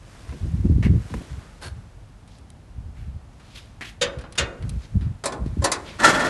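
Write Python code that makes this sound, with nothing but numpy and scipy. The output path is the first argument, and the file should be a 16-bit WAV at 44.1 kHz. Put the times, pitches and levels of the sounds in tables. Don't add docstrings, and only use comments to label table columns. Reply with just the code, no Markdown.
import sys
import numpy as np
from scipy import signal
from scipy.fft import rfft, irfft, next_fast_len
from scipy.io import wavfile
from scipy.ndimage import uniform_filter1d

SR = 44100
rng = np.random.default_rng(int(sys.argv[2]) if len(sys.argv) > 2 else 0)


def bounce(signal):
    frames = np.transpose(np.atleast_2d(signal))
    limited = np.clip(frames, -1, 1)
    pcm = np.round(limited * 32767).astype(np.int16)
    wavfile.write(sys.argv[1], SR, pcm)


N = 277389
TIME = np.arange(N) / SR


def amp(db):
    return 10 ** (np.asarray(db) / 20)


def unit(x):
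    return x / np.sqrt(np.mean(x ** 2) + 1e-20)


def read(points, hz):
    f, value = np.transpose(points)
    return np.interp(np.log(hz + 1), np.log(f + 1), value)


def octaves(hz):
    return np.log2(np.maximum(hz, 200) / 2000)


def bump(hz, centre, peak_db, width):
    return peak_db * np.exp(-(np.log2((hz + 1) / centre) / width) ** 2)


def swell(t, rise, hold, fall, sag_db=0):
    fade_db = -sag_db * np.maximum(t - rise, 0) - 20 * np.maximum(t - rise - hold, 0) / fall
    return np.clip(t / rise, 0, 1) * amp(fade_db)


def add(mix, s, sound):
    part = mix[max(round(s * SR), 0):][:len(sound)]
    part += sound[:len(part)]


def colour(x, db_at):
    size = next_fast_len(len(x) + 2048)
    return irfft(rfft(x, size) * amp(db_at(np.fft.rfftfreq(size, 1 / SR))), size)[:len(x)]


def sweep(x, db_at, size=256):
    frames = dict(fs=SR, nperseg=size, noverlap=size * 3 // 4)
    hz, t, spectra = signal.stft(x, **frames)
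    return signal.istft(spectra * amp(db_at(hz[:, None], t)), **frames)[1][:len(x)]


def grit(count, spread_db):
    noise = rng.standard_normal(count)
    sizes = np.repeat(rng.standard_normal(count // 32 + 1), 32)[:count]
    return unit(noise * amp(spread_db * sizes))


def ripple(hz, spacing_hz=64.66, depth_db=3.0):
    heights = depth_db * rng.standard_normal(2000)
    return np.interp(hz / spacing_hz, np.arange(len(heights)), heights) * np.minimum(hz / 2000, 1)


def struck(blows, spectrum, decays, notes):
    out, t = np.zeros(N), np.arange(SR * 2 // 3) / SR
    for s, db, rise, stretch, tilt, ring_db in blows:
        tone = lambda hz: read(spectrum, hz) + tilt * octaves(hz) + ripple(hz)
        fade = lambda hz, age: -60 * np.maximum(age - rise, 0) / (stretch * read(decays, hz))
        cloud = sweep(unit(colour(rng.standard_normal(len(t)), tone)), fade)
        ring = sum(amp(level - 60 * t / (decay * stretch)) * np.sin(2 * np.pi * (hz * t + rng.random()))
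                   for hz, level, decay in notes)
        add(out, s, amp(db) * np.minimum(t / rise, 1) * (cloud + amp(ring_db) * ring))
    return out


def yard_hush(level_db=-49):
    # f/Hz, level/dB
    spectrum = [(59, -30), (100, 3), (125, -4.5), (165, -8.5), (246, -11.5), (398, -21), (712, -20),
                (1350, -26.5), (1940, -31), (10400, -43), (12000, -50), (15600, -84), (22000, -120)]
    return amp(level_db) * unit(colour(rng.standard_normal(N), lambda hz: read(spectrum, hz)))


def clothes(gain_db=-2):
    # f/Hz, level/dB
    spectrum = [(150, -5.5), (400, 3.5), (900, -2.5), (1600, -2.5), (3000, -7.5), (6000, -11), (9000, -14),
                (12000, -22)]
    # t/s, rise/s, hold/s, fall/s, level/dB
    moves = [(-.1, 0.24, 0.23, 1.7, -49), (0.84, 0.26, 0.14, 0.82, -46.5), (3.206, 0.29, 0.11, 0.45, -56.5),
             (4.547, 0.13, 0.043, 0.95, -53), (5.202, 1, 0.29, 0.42, -45.5)]
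    rustle = sweep(grit(N, spread_db=2.0), lambda hz, t: read(spectrum, hz))
    swells = [amp(db) * swell(TIME - s, rise, hold, fall) for s, rise, hold, fall, db in moves]
    return amp(gain_db) * np.linalg.norm(swells, axis=0) * unit(rustle)


def wind(breeze_db=-46.5, flutter_db=2.5, flutter_hz=14.8, strong_db=-19, reach=0.016, steadiness=0.34):
    # t/s, length/s, level/dB
    gusts = [(0.274, 0.047, -32.5), (0.406, 0.21, -22.5), (0.622, .18, -16), (0.836, .14, -14.5),
             (1.116, 0.025, -24), (1.29, .08, -31.5), (1.645, 0.16, -35.5), (1.946, 0.035, -38.5),
             (2.736, 0.19, -34), (2.965, .21, -32.5), (4.152, .035, -32.5), (4.383, 0.031, -25.5),
             (4.598, 0.18, -26), (4.918, 0.18, -23), (5.375, 0.16, -26.5), (5.56, 0.061, -23)]
    # f/Hz, level/dB
    spectrum = [(20, -40), (40, -14.5), (66, 3.5), (110, -3.5), (170, -10.5), (300, -25), (500, -40.5),
                (900, -58.5), (2000, -74.5)]
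    rise = 0.024
    swells = [amp(db) * swell(TIME - s, rise, length - rise, fall=0.08, sag_db=17.5)
              for s, length, db in gusts]
    flutter = unit(colour(rng.standard_normal(N), lambda hz: -20 * (hz / flutter_hz - 1) ** 2))
    force_db = 10 * np.log10(amp(breeze_db) ** 2 + np.square(swells).sum(0)) + flutter_db * flutter
    pitch = lambda t: np.exp(reach * (np.interp(t, TIME, force_db) - strong_db))
    swirls = sweep(rng.standard_normal(N), lambda hz, t: read(spectrum, hz / pitch(t)), size=2048)
    lumps = np.sqrt(uniform_filter1d(abs(signal.hilbert(swirls)) ** 2, size=1300))
    return unit(swirls / lumps ** steadiness) * amp(force_db)


def linkage_clicks(rise_s=0.0013, ring_db=-8):
    # t/s, level/dB, stretch, tilt/dB per octave
    clicks = [(.29, -45.5, 1.1, -4), (2.276, -53.5, 1.2, 3), (2.384, -51, 0.53, 3), (2.502, -44, 0.25, 7.5),
              (3.397, -51, 1.8, -3), (3.656, -54.5, 0.65, 1), (4.186, -41.5, 1.1, -0.5),
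              (4.21, -46.5, 1.3, 1), (4.238, -40.5, 1.8, -7.5), (4.323, -41.5, 0.91, 5),
              (4.353, -42, 1.3, -0.5), (4.624, -44, 0.84, -2), (4.693, -33.5, 0.6, 9),
              (5.009, -49, 4.1, -2.5), (5.459, -51, 2.3, 0)]
    # f/Hz, level/dB
    spectrum = [(300, -10), (1200, 9), (2500, 5.5), (4200, 5), (7000, -3.5), (10000, 0.5), (12000, -24)]
    # f/Hz, decay/s
    decays = [(500, 0.18), (8000, 0.043)]
    # f/Hz, level/dB, decay/s
    notes = [(4030, -7, 0.065), (4940, -9, 0.055)]
    blows = [(s, db, rise_s, stretch, tilt, ring_db) for s, db, stretch, tilt in clicks]
    return struck(blows, spectrum, decays, notes)


def panel_knocks():
    # t/s, level/dB, rise/s, stretch, tilt/dB per octave, ring/dB
    blows = [(.324, -34, 0.00071, 1.24, -1.5, -7), (1.1, -33, .008, 1.04, -12, -2.5),
             (1.139, -24.5, 0.00039, 0.68, 1, -3), (1.165, -45, 0.0023, 1.1, 6, -6),
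             (1.207, -32, 0.0082, 0.4, -2.5, -8)]
    # f/Hz, level/dB
    spectrum = [(60, -11), (150, 4.5), (300, 4), (600, -5), (1050, -12), (2300, -13), (4000, -30),
                (10000, -41.5)]
    # f/Hz, decay/s
    decays = [(150, 0.23), (1000, 0.03), (8000, 0.11)]
    # f/Hz, level/dB, decay/s
    notes = [(243, 1.5, 0.08), (1012, 0.5, 0.043)]
    return struck(blows, spectrum, decays, notes)


def wind_slaps(hz=208, cycles=0.52):
    # t/s, level/dB
    slaps = [(0.662, -13), (.699, -8.5), (0.784, -13), (0.868, -7.5), (.937, -14), (5.464, -16.5),
             (5.572, -16.5), (5.615, -24)]
    out, t = np.zeros(N), np.arange(-SR // 20, SR // 20) / SR
    for s, db in slaps:
        swing = np.cos(2 * np.pi * (hz * t + rng.random())) / np.cosh(2 * hz * t / cycles)
        add(out, s + t[0], amp(db) * swing)
    return out


def scrapes(peak_db=9.5):
    # t/s, rise/s, hold/s, fall/s, level/dB, resonance/Hz, width/octaves, tilt/dB per octave
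    rubs = [(.824, 0.0034, 0.032, .035, -30.5, 2250, 0.46, -3.5),
            (1.25, .15, 0.056, .15, -49, 1320, .55, -4.5), (2.26, 0.057, .05, 0.068, -60, 4520, 1, 1),
            (2.937, 0.048, .02, 0.16, -56.5, 1800, 0.79, 1), (3.392, .14, 0.089, .15, -54.5, 3800, 1, 0),
            (3.543, 0.017, 0.026, 0.034, -42.5, 3350, 0.59, 1.5),
            (3.808, .003, 0.0043, 0.08, -32, 1970, 0.81, -1.5),
            (3.844, 0.0068, 0.033, 0.065, -43, 3000, .8, 2), (4.777, 0.069, .01, 0.03, -48, 5100, 1, -3),
            (5.833, 0.05, .01, 0.14, -39.5, 3320, 1, -3)]
    # f/Hz, level/dB
    spectrum = [(100, 4), (400, -4), (1000, -5.5), (2000, -2), (4500, -6.5), (7000, -11), (12000, -17)]
    out, t = np.zeros(N), np.arange(SR) / SR
    for s, rise, hold, fall, db, centre, width, tilt in rubs:
        tone = lambda hz: read(spectrum, hz) + tilt * octaves(hz) + bump(hz, centre, peak_db, width)
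        friction = unit(colour(grit(len(t), spread_db=2.5), tone))
        add(out, s, amp(db) * swell(t, rise, hold, fall) * friction)
    return out


def choke_rod(start_s=1.611, level_db=-37):
    # f/Hz, level/dB
    spectrum = [(100, 0), (600, 2.5), (2500, -4.5), (4500, -6.5), (7000, -13), (10500, -9), (12000, -25)]
    # f/Hz, height/dB, width/octaves
    peaks = [(1040, 6.5, 0.056), (1570, 9.5, 0.15), (4350, 11.5, 0.044)]
    out, t = np.zeros(N), np.arange(SR // 2) / SR
    tone = lambda hz: read(spectrum, hz) + sum(bump(hz, *peak) for peak in peaks)
    squeak = unit(colour(grit(len(t), spread_db=3.0), tone))
    add(out, start_s, amp(level_db) * swell(t, rise=0.016, hold=0.042, fall=0.042) * squeak)
    return out


def gear_lever():
    # t/s, level/dB, rise/s, stretch, tilt/dB per octave, ring/dB
    blows = [(4.011, -18.5, 0.011, 1.09, 0.014, -5.5), (4.376, -16.5, 0.009, 1.084, 0.0047, -6)]
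    # f/Hz, level/dB
    spectrum = [(100, -1), (300, -2.5), (520, 2.5), (750, -5), (1500, 3), (2100, 2.5), (2800, 5.5),
                (3800, 4.5), (5300, -1.5), (7000, 2), (8800, -9.5), (10400, -4), (11400, -27)]
    # f/Hz, decay/s
    decays = [(300, 0.78), (1400, 0.3), (2800, 0.17), (5000, 0.12), (10000, 0.072)]
    # f/Hz, level at first stop/dB, level at second stop/dB, decay/s
    notes = [(494, 4.5, -12, 0.35), (554, 2, -8, 0.34), (1455, -13, -6, .33), (1503, -20, -10, 0.32),
             (1830, -2.5, -10, 0.21), (1890, -22, -11, 0.32), (2500, -16, -3.5, 0.21),
             (2665, -14, -17, 0.14), (3355, -6, -27, 0.13), (3610, -25, -6, 0.2), (3970, -5, -14, .12),
             (4580, 2, -10, .093), (6860, 2.5, 0, 0.086)]
    out = np.zeros(N)
    for stop, blow in enumerate(blows):
        stop_notes = [(hz, levels[stop], decay) for hz, *levels, decay in notes]
        out += struck([blow], spectrum, decays, stop_notes)
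    return out


def clutch_lever():
    # t/s, level/dB, rise/s, stretch, tilt/dB per octave, ring/dB
    blows = [(5.238, -27.5, 0.0012, 1.6, -2, -26), (5.255, -23, 0.004, 1.15, 2.4, -3),
             (5.32, -29.5, 0.0044, 1.1, -3.5, -22), (5.618, -32.5, 0.0063, 1.5, -3.5, 1.5),
             (5.64, -15, 0.0067, 1.03, 0.5, -4), (5.717, -17, 0.00084, 1.21, 1.5, -17)]
    # f/Hz, level/dB
    spectrum = [(100, -7), (300, 3.5), (600, 5), (1100, 5.5), (2000, 1), (2900, -6), (4000, 2), (6000, 0.5),
                (8000, 0.5), (10500, -2), (12000, -24)]
    # f/Hz, decay/s
    decays = [(300, 0.46), (1400, 0.21), (2800, 0.15), (5000, 0.092), (10000, 0.064)]
    # f/Hz, level/dB, decay/s
    notes = [(305, -3.5, 0.12), (558, 4, 0.092), (605, -4.5, 0.13), (987, -5, 0.19), (1055, -1.5, 0.19),
             (1740, -10, 0.27), (3930, -19, .09), (6970, -21, 0.04), (7360, -12, 0.16)]
    return struck(blows, spectrum, decays, notes)


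def starter(touch_s=5.985, bite_s=6.029, bite_rise_s=0.022, tooth_hz=340, slip=0.2, turn_hz=19.15):
    # t/s, level/dB, rise/s, stretch, tilt/dB per octave, ring/dB
    clashes = [(5.998, -23.5, 0.0051, 0.28, 0.33, -22), (6.031, -20.5, 0.0075, 1, 1, -20),
               (6.043, -18, 0.0026, 0.61, 0.44, 7)]
    # f/Hz, level/dB
    spectrum = [(60, -43), (130, -3), (215, -1.5), (600, -1.5), (1100, -1.5), (1600, 2), (1950, -1.5),
                (2200, -6.5), (4000, -11.5), (7500, -13.5), (10000, -23), (12000, -46)]
    # f/Hz, decay/s
    decays = [(300, 0.33), (2000, 0.036), (9000, 0.19)]
    # f/Hz, level/dB, decay/s
    notes = [(313, -8, 0.054), (605, -3.5, 0.1), (702, -12.5, 0.15), (877, -12, 0.17), (927, -8, 0.12),
             (1144, -9, 0.13), (1353, 1, 0.15), (1425, -0.5, 0.14), (1750, -1.5, 0.13), (1788, -3, 0.31),
             (1910, -6.5, 0.19), (3290, -12, 0.062), (3380, -14, 0.2), (4092, -15, 0.089)]
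    t = TIME[TIME > touch_s]
    wobble = unit(uniform_filter1d(rng.standard_normal(len(t)), size=200))
    teeth = np.cumsum(tooth_hz * (1 + slip * wobble)) / SR
    contact = unit(grit(len(t), spread_db=-0.5) * np.exp(-(teeth % 1)))
    surge = swell(t - bite_s, bite_rise_s, hold=0.033, fall=0.096, sag_db=45)
    drive = np.minimum((t - touch_s) / 0.039, 1) * amp(-21.5 - 10.5 * (t - touch_s))
    throb = np.cos(2 * np.pi * turn_hz * (t - bite_s - bite_rise_s))
    force = np.hypot(drive, amp(-13) * surge) * amp(2.04 * throb)
    tilt = -2.07 + 2.67 * surge + 0.7 * throb
    tone = lambda hz, age: read(spectrum, hz) + np.interp(age + t[0], t, tilt) * octaves(hz)
    grind = unit(sweep(contact, tone))
    ring = 0
    for hz, db, decay in notes:
        pole = np.exp((2j * np.pi * hz - np.log(1000) / decay) / SR)
        ring += amp(db) * unit(signal.lfilter([1], [1, -pole], contact).real)
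    out = np.zeros(N)
    add(out, t[0], force * (amp(-1) * grind + amp(-4.5) * unit(ring)))
    return out + struck(clashes, spectrum, decays, notes)


def echo(x, onset_s=0.0031, tilt_db=-3.5):
    # f/Hz, decay/s
    decays = [(200, 0.5), (1400, 0.96), (3500, 0.53), (10000, 0.67)]
    t = np.arange(SR) / SR
    reflections = rng.standard_normal(SR) * (1 - np.exp(-t / onset_s))
    tail = sweep(reflections, lambda hz, age: tilt_db * octaves(hz) - 60 * age / read(decays, hz))
    return signal.fftconvolve(x, tail / np.linalg.norm(tail))[:N]


def scene():
    hand = linkage_clicks() + panel_knocks() + scrapes() + choke_rod()
    tractor = hand + gear_lever() + clutch_lever() + starter()
    return (tractor + amp(-20.5) * echo(tractor) + yard_hush() + clothes() + wind() + wind_slaps())[None]


def record(dry, low_cut_hz=38, ceiling=0.9, high_cut_hz=12000):
    heard = signal.sosfilt(signal.butter(2, low_cut_hz, "highpass", fs=SR, output="sos"), dry)
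    limited = heard / (1 + (heard / ceiling) ** 6) ** (1 / 6)
    treble_cut = signal.firwin(255, high_cut_hz, window=("kaiser", 8), fs=SR)
    return signal.oaconvolve(limited, treble_cut[None], "same")


dry = scene()
out = record(dry)
bounce(out)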